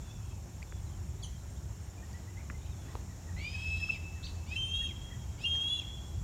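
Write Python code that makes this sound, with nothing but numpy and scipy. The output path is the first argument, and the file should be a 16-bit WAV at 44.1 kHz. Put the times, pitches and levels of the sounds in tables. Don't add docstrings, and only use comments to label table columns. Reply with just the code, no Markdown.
import sys
import numpy as np
from scipy import signal
from scipy.fft import rfft, irfft
from scipy.io import wavfile
from scipy.ndimage import uniform_filter1d, map_coordinates

SR = 44100
rng = np.random.default_rng(int(sys.argv[2]) if len(sys.argv) > 2 else 0)


def gain_from_db(level_db):
    decades = np.asarray(level_db, float) / 20
    return 10 ** decades


def store_pcm(level_fs):
    pcm = np.round(np.clip(level_fs, -1, 1) * 32767).astype(np.int16)
    wavfile.write(sys.argv[1], SR, np.atleast_2d(pcm).T)


N = 275095

# frequency_hz, density_db
WIND_SPECTRUM = [(12, -69), (20, -41), (24, -37.5), (36, -7.5), (65, 3), (97, 0), (129, -6.5), (193, -15),
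                 (216, -32), (344, -23), (400, -27.5), (520, -63.5), (880, -120)]
# time_s, level_db
WIND_GUSTS = [(0, -43.5), (.96, -43.5), (1.2, -43), (1.77, -42.5), (2.08, -44), (2.71, -42.5), (3.14, -46),
              (3.42, -42), (3.75, -44.5), (4.59, -42.5), (5.42, -42.5), (5.63, -45.5), (5.91, -44),
              (6.24, -41)]
# frequency_hz, density_db
LEAF_SPECTRUM = [(120, -12.5), (200, 2), (232, -3), (340, -7), (453, -11), (860, -10.5), (1210, -16),
                 (2970, -22.5), (3500, -23), (4790, -25.5), (5200, -24), (6760, -64), (11400, -120)]
# time_s, gain_db
RUSTLES = [
    (2.08, 1.5),
    (2.92, 3),
    (5.63, 2),
]
# time_s, share_0_to_1
FACING_TREES = [(0, 0.82), (.2, 0), (1.8, 0), (3.4, 0.89), (6.24, 0.51)]
# frequency_hz, density_db
HISS_SPECTRUM = [(4590, -55.5), (7800, -7), (8490, -6), (10500, -12), (11400, -10), (14300, -11.5),
                 (15700, -15)]
# time_s, firing_hz, level_db
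ENGINE = [(0, 84, -70), (2.5, 85.64, -88), (3.3, 84.6, -45), (4.2, 84.52, -45.5), (4.7, 84.94, -43.5),
          (5.1, 84.59, -63), (5.6, 83.96, -47), (6.24, 84.55, -58.5)]
# frequency_hz, density_db
CHORUS_SPECTRUM = [(2760, -46), (4700, -22), (5040, -20), (5360, 3), (5610, 3), (6080, 0), (6680, 4.5),
                   (7170, 5), (7640, -0.5), (7970, -6), (8600, -36), (11200, -23.5), (18900, -120)]
# time_s, level_db
CRICKET_LEVEL = [(0, -71.5), (1.8, -69), (2.7, -74), (3.4, -76.5), (4.3, -73.5), (5.2, -70), (6.24, -69.5)]
# time_s, chirps_per_s
CHIRP_RATE = [(0, 14.9), (2.75, 14.9), (2.85, 15.15), (6.24, 15.15)]
# start_s, peak_db
KATYDID_BURSTS = [(0.0423, -63), (0.2389, -62), (.575, -68), (.79, -63), (.845, -63), (1.051, -64),
                  (1.4935, -58.5), (1.8188, -60), (3.034, -63), (4.249, -61), (4.605, -60), (5.0215, -62),
                  (5.4, -63), (5.7354, -63), (6.05, -61)]
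# start_s, length_s, start_hz, end_hz, peak_db
FAR_TONES = [(0, .45, 2640, 2590, -65), (0, .22, 3520, 3400, -61), (.2, .15, 3280, 3190, -65),
             (.05, .2, 5610, 5550, -65), (.65, .17, 3500, 3400, -66), (.862, .04, 4200, 3400, -64),
             (.89, .08, 3250, 3080, -64), (2.612, .04, 3450, 3800, -62), (2.64, .06, 3780, 3800, -61),
             (2.695, .07, 3800, 3300, -64), (2.75, .2, 3500, 3350, -64), (2.58, .16, 2350, 2500, -63)]
# start_s, peak_db, ring_hz, rise_cycles
CAMERA_TICKS = [(.62, -50, 2010, 3.3), (0.6275, -38, 2350, 1.8), (.628, -48.5, 4650, 3),
                (0.7236, -40, 1500, .6), (.7238, -46, 2400, .8), (0.7272, -48, 450, 0.42),
                (2.131, -51, 4640, 4.3), (2.131, -46, 6300, 2), (2.5001, -36, 1750, 1.1),
                (2.5006, -39, 1200, .7), (2.5003, -42, 2500, 1.5), (2.5034, -43, 1350, 1),
                (2.5055, -47, 2000, 3), (2.5025, -38, 225, 0.36), (2.9533, -31, 950, 0.55),
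                (2.9531, -37, 450, .5), (2.9533, -44, 2400, .8), (2.9533, -46, 4000, 1.2),
                (2.972, -43, 690, 0.31), (3.772, -46, 4400, 1.3), (3.773, -43, 9080, .7),
                (3.888, -45, 1340, 1.7), (5.546, -50, 4250, 5), (5.553, -44, 2200, .7),
                (5.556, -46, 3600, .6), (5.562, -52, 5200, 2), (5.39, -52, 2900, 1)]
# start_s, length_s, start_hz, end_hz, peak_db
GLIDES = [(1.222, .016, 4700, 3900, -51), (1.225, .009, 3550, 3250, -53), (1.229, .008, 4500, 4700, -56),
          (1.236, .014, 4000, 3750, -56), (1.255, .015, 4300, 3800, -61), (1.25, .016, 9000, 9600, -61),
          (1.17, .05, 3300, 4100, -67), (1.33, .04, 3250, 3100, -65), (1.37, .035, 3700, 4300, -67),
          (1.555, .025, 2900, 3900, -64), (1.975, .02, 2460, 2400, -61), (2.368, .026, 2040, 2180, -53),
          (2.39, .01, 2200, 2750, -60), (2.398, .017, 2750, 1800, -60), (2.66, .016, 3700, 1400, -59),
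          (2.685, .014, 3300, 1500, -62), (5.562, .013, 6200, 5800, -51)]
# start_s, length_s, start_hz, end_hz, peak_db
CHIP = [
    (1.232, .011, 3250, 3040, -46),
    (1.242, .01, 3170, 2930, -45),
    (1.25, .008, 3100, 2750, -54),
    (1.262, .012, 3200, 2950, -60),
]
# start_s, length_s, top_hz, peak_db
ARCHES = [
    (2.02, .025, 1880, -57),
    (2.135, .035, 1940, -54),
    (2.272, .035, 1960, -57),
    (2.535, .03, 2080, -57),
    (2.87, .07, 1950, -61),
    (5.545, .025, 1850, -60),
]
# start_s, length_s, top_hz, peak_db
DROOPS = [
    (3.085, .05, 1950, -59),
    (3.265, .045, 1930, -58),
    (3.31, .03, 1870, -62),
    (3.53, .04, 1820, -59),
    (3.79, .04, 1850, -60),
    (4.15, .045, 1900, -59),
]
# start_s, length_s, top_hz, peak_db
HOOPS = [
    (4.515, .05, 2050, -59),
    (4.805, .045, 1880, -57),
    (5.095, .045, 2000, -58),
    (5.125, .035, 2000, -61),
]
# start_s, length_s, start_hz, end_hz, peak_db
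CHIRRUP = [(4.227, .011, 3000, 4600, -48), (4.236, .021, 4600, 6400, -54), (4.254, .014, 6400, 6000, -56),
           (4.235, .017, 3000, 4750, -42), (4.249, .009, 3400, 4400, -53), (4.252, .017, 4700, 4450, -48),
           (4.257, .008, 3700, 4500, -50), (4.263, .011, 4500, 2000, -44), (4.272, .007, 3000, 4300, -54),
           (4.273, .012, 4500, 4650, -53), (4.283, .012, 4600, 3000, -52), (4.295, .008, 4400, 3200, -54),
           (4.306, .008, 3700, 4600, -57)]
LOW_LINES = [(3, 0, 0, -15, 40), (1, 2, 1, -1, 170), (2, 2, 1, -10, 200), (3, 2, 1, -15, 70),
             (2, 0, 0, -8, 300), (1, 1, 2, -2, 250), (1, 1, 2, -4, 1300), (1, 3, 2, -10, 400),
             (1, 0, 2, 3, 250)]
HIGH_LINES = [(3, 0, 3, 0, 40), (1, 1, 1, 0, 70), (1, -1, 2, -1, 130), (1, -1, 2, -11, 600),
              (1, 2, 1, -15, 200), (2, -1, 1, -15, 80), (3, -1, 1, -11, 50)]
# time_s, level_db
FIRST_CRY = [(3.368, -52.5), (3.48, -44), (3.53, -48.5), (3.75, -38), (3.79, -49.5), (3.841, -30.5),
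             (3.869, -56.5), (3.906, -27.5), (3.921, -49.5)]
# start_s, length_s, start_hz, end_hz
CLIMBS = [
    (4.465, 0.1, 2181, 2709),
    (5.384, .072, 2200, 2838),
]
# time_s, pitch_hz, level_db
HELD_NOTES = [
    [(4.566, 3095, -40), (4.6, 3136, -37.5), (4.7, 3154, -38), (4.79, 3289, -35.5), (4.83, 3281, -40),
     (4.858, 3245, -35.5), (4.876, 3160, -46)],
    [(5.457, 3203, -38), (5.51, 3236, -34.5), (5.59, 3221, -36), (5.67, 3302, -34.5), (5.699, 3350, -37),
     (5.708, 3381, -33.5), (5.757, 3415, -36), (5.774, 3370, -47), (5.797, 3260, -35)],
]
# start_s, length_s, start_hz, start_db, octave_db
DROPS = [
    (3.922, .053, 2640, -48, -56),
    (4.875, .042, 2720, -55, -66),
    (5.797, .04, 2780, -54, -66),
]
# frequency_hz, t60_s
TREE_DECAY = [(1500, 1.55), (2600, 1.325), (3300, 1.375), (5200, 1.83), (10000, 0.29)]


def unit(x):
    return x / np.sqrt(np.mean(x ** 2) + 1e-20)


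def along(points, hz):
    f, v = np.transpose(points)
    return np.interp(np.log(hz + 1), np.log(f + 1), v)


def curves(rows):
    s, *columns = np.transpose(rows)
    return [np.interp(np.arange(N) / SR, s, column) for column in columns]


def gate(start, end, edge):
    t = np.arange(N) / SR
    return np.clip(np.minimum(t - start, end - t) / edge + .5, 0, 1)


def arc(u, values):
    return np.interp(u, [0, .5, 1], values)


def wobble(rate, count=N):
    knots = rng.standard_normal(int(count * rate / SR) + 4)
    return map_coordinates(knots, [np.arange(count) * rate / SR])


def turns(hz):
    return 2 * np.pi * np.cumsum(hz) / SR


def rush(spectrum, patchy_db):
    z = signal.stft(rng.standard_normal(N + 512), nperseg=512)[2]
    patches = uniform_filter1d(rng.standard_normal(z.shape), size=6, axis=0)
    patches = uniform_filter1d(patches, size=12, axis=1)
    x = signal.istft(z * gain_from_db(patchy_db * unit(patches)), nperseg=512)[1]
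    colour = gain_from_db(along(spectrum, np.fft.rfftfreq(len(x), 1 / SR)))
    return unit(irfft(rfft(x) * colour, len(x))[:N])


def wind():
    gust_db, = curves(WIND_GUSTS)
    return gain_from_db(gust_db + 1.0 + 1.444 * wobble(6.2)) * rush(WIND_SPECTRUM, patchy_db=0.5)


def leaves_and_hiss():
    facing, = curves(FACING_TREES)
    t, stir_s = np.arange(N) / SR, 0.096
    stir_db = sum(db * np.exp(-((t - s) / stir_s) ** 2) for s, db in RUSTLES)
    leaves_db = -60 + 1.5 * facing + stir_db
    hiss_db = -72 + 0.58 * stir_db
    leaves = gain_from_db(leaves_db + 3.5) * rush(LEAF_SPECTRUM, patchy_db=1.13)
    return leaves + gain_from_db(hiss_db + 3.5) * rush(HISS_SPECTRUM, patchy_db=.7)


def engine():
    firing_hz, level_db = curves(ENGINE)
    phase = turns(firing_hz + 0.696 * wobble(6))
    tone = np.sin(phase) + gain_from_db(-12.5) * np.sin(2 * phase)
    return gain_from_db(level_db + 3.5 + 2.33 * wobble(5.29)) * tone


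def chorus():
    facing, = curves(FACING_TREES)
    return gain_from_db(-62.5 + 2 * facing) * rush(CHORUS_SPECTRUM, patchy_db=0.22)


def cricket():
    level_db, = curves(CRICKET_LEVEL)
    swell = np.clip(np.cos(turns(*curves(CHIRP_RATE)) - 2.7) - .4, 0, 1)
    return gain_from_db(level_db) * unit(swell * np.sin(turns(7330 + 110 * wobble(220))))


def katydid():
    strokes = np.clip(np.cos(turns(90 + 3 * wobble(3.7))), 0, 1)
    buzz = strokes * np.sin(turns(8550 + 35 * wobble(260)))
    bursts = sum(gain_from_db(db - 1) * gate(s, s + 0.0585, edge=.015) for s, db in KATYDID_BURSTS)
    return bursts * buzz


def whistles(rows, overtones_db, blur_hz, shimmer_db):
    out = np.zeros(N + SR)
    blur = blur_hz * wobble(90)
    shimmer = gain_from_db(shimmer_db * wobble(60.79))
    for s, length, *hz, db in rows:
        at, u = round(s * SR), np.linspace(0, 1, round(length * SR))
        span = slice(at, at + len(u))
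        glide_hz = np.polyval(np.polyfit([0, .5, 1], hz, 2), u)
        phase = turns(glide_hz + blur[span])
        tone = np.sin(phase)
        for harmonic, overtone_db in enumerate(overtones_db, start=2):
            tone = tone + gain_from_db(overtone_db) * np.sin(harmonic * phase)
        out[span] += gain_from_db(db) * np.sin(np.pi * u) ** .7 * tone * shimmer[span]
    return out[:N]


def bowed(rows):
    return [(s, length, a, (a + b) / 2 + .12 * abs(b - a), b, db) for s, length, a, b, db in rows]


def far_tones():
    return whistles(bowed(FAR_TONES), [], blur_hz=55, shimmer_db=2) * (.75 + .45 * wobble(400))


def camera_ticks():
    out, t = np.zeros(N + SR), np.arange(SR // 20) / SR
    for s, db, hz, cycles in CAMERA_TICKS:
        u = t * hz / cycles
        out[round(s * SR):][:len(t)] += gain_from_db(db) * u * np.exp(1 - u) * np.sin(2 * np.pi * hz * t)
    return out[:N]


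def arched(rows, start, end):
    return [(s, length, start * hz, hz, end * hz, db) for s, length, hz, db in rows]


def small_birds():
    notes = arched(ARCHES, .93, .94) + arched(DROOPS, .95, .82) + arched(HOOPS, .8, .78)
    songs = whistles(notes + bowed(GLIDES), [-25], blur_hz=25, shimmer_db=1.5)
    chirrup = whistles(bowed(CHIRRUP), [], blur_hz=30, shimmer_db=1.5)
    chip = whistles(bowed(CHIP), [-1, -10], blur_hz=60, shimmer_db=2.5)
    return songs + chirrup + chip


def syrinx(pitch, flutter, level_db, controls_db, lines, tremble_db):
    n = len(pitch)
    fast = turns(uniform_filter1d(pitch, size=600) + 4 * wobble(69.52, n))
    slow = turns(flutter)
    voice = gain_from_db(level_db + tremble_db * wobble(69.3, n)) * np.sin(fast)
    voice += gain_from_db(controls_db[0] + 2.26 * wobble(48.5, n)) * np.sin(2 * fast)
    for k, m, control, db, smear_hz in lines:
        steady = np.sqrt(30 / smear_hz)
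        smear = steady + .65 * (wobble(smear_hz, n) + 1j * wobble(smear_hz, n))
        line = np.real(smear * np.exp(1j * (k * fast + m * slow)))
        voice += gain_from_db(controls_db[control] + db) * line
    return np.sqrt(2) * voice * signal.windows.tukey(n, 0.0038 * SR / n)


def note_span(start, end):
    return slice(round((start - .004) * SR), round((end + .004) * SR))


def low_note(s, length, shape):
    span = note_span(s, s + length)
    t = np.clip(np.arange(span.start, span.stop) / SR - s, 0, length)
    pitch, level_db, octave_db, side_db, extra_db = shape(t)
    rasp_db = side_db + extra_db + np.clip(-.7 * (level_db + 33.0), -3, 7)
    controls_db = [octave_db, side_db, rasp_db]
    out = np.zeros(N)
    out[span] = syrinx(pitch, pitch / 4, level_db - 1.5, controls_db, LOW_LINES, tremble_db=3.5)
    return out


def first_cry(t):
    s, db = np.transpose(FIRST_CRY)
    level_db = np.interp(t + s[0], s, db)
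    bloom_db = -8 * np.clip(1 - t / 0.024, 0, 1)
    pitch = 2586.4 + 73 * t - 628.4 * np.exp(-t / 0.079)
    side_db = -61 + bloom_db + 0.14 * (level_db - db.mean())
    return pitch, level_db, -57.5 + bloom_db, side_db, -8 * t


def climb(u, start_hz, end_hz):
    pitch = start_hz + (end_hz - start_hz) * u ** .7
    return pitch, -64 + 26 * u, arc(u, (-74, -57, -62)), arc(u, (-71, -60, -61)), -4


def high_note(rows):
    span = note_span(rows[0][0], rows[-1][0])
    pitch, level_db = (c[span] for c in curves(rows))
    t = np.arange(len(pitch)) / SR
    full_strain_hz = 148
    strain = np.clip((pitch - pitch[0]) / full_strain_hz, 0, 1) ** 0.65
    letting_go = np.clip(1 - t[::-1] / .045, 0, 1)
    octave_db = -61 + 2.5 * strain + 6 * letting_go
    upper_db = -79 + 22.5 * strain
    lower_db = np.maximum(-63 + 13 * strain, -42 - 380 * t)
    third_db = -69 - 4 * strain
    lower_hz = 2680 + .6 * (pitch - 3140)
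    controls_db = [octave_db, upper_db, lower_db, third_db]
    out = np.zeros(N)
    out[span] = syrinx(pitch, pitch - lower_hz, level_db, controls_db, HIGH_LINES, tremble_db=1.5)
    return out


def drop(u, start_hz, start_db, octave_db):
    pitch = start_hz + (1950 - start_hz) * u ** 1.9
    level_db = start_db + (-62 - start_db) * u
    side_db = octave_db + 52.5 + arc(u, (-57, -54, -70))
    return pitch, level_db, octave_db + arc(u, (0, -5, -26)), side_db, -4


def hawk():
    start, end = FIRST_CRY[0][0], FIRST_CRY[-1][0]
    cry = low_note(start, end - start, first_cry)
    for s, length, a, b in CLIMBS:
        cry += low_note(s, length, lambda t: climb(t / length, a, b))
    for rows in HELD_NOTES:
        cry += high_note(rows)
    for s, length, a, db, octave_db in DROPS:
        cry += low_note(s, length, lambda t: drop(t / length, a, db, octave_db))
    return cry


def trees(x, gap, reach):
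    hz, t, z = signal.stft(rng.standard_normal(2 * SR), SR, nperseg=256)
    decay_db = -60 * t / (reach * along(TREE_DECAY, hz)[:, None])
    tail = signal.istft(z * gain_from_db(decay_db), SR, nperseg=256)[1]
    delayed = np.pad(x, (round(gap * SR), 0))
    return signal.fftconvolve(delayed, tail / np.linalg.norm(tail))[:N]


def scene():
    field = wind() + leaves_and_hiss() + engine() + chorus() + cricket() + katydid()
    field += far_tones() + camera_ticks()
    small = small_birds()
    field += small + gain_from_db(-7) * trees(small, gap=.005, reach=.1) + gain_from_db(-12) * trees(small, gap=.015, reach=.35)
    cry = hawk()
    hedges = gain_from_db(-10) * trees(cry, gap=0.0055, reach=.15)
    moving_air = 1 + .15 * wobble(90)
    tree_line = gain_from_db(-16) * moving_air * trees(cry, gap=.03, reach=1.02)
    return (field + cry + hedges + tree_line)[None]


def roll_off(x):
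    return signal.sosfilt(signal.butter(12, 15860, fs=SR, output="sos"), x)


def record(dry):
    return roll_off(dry)


dry = scene()
out = record(dry)
store_pcm(out)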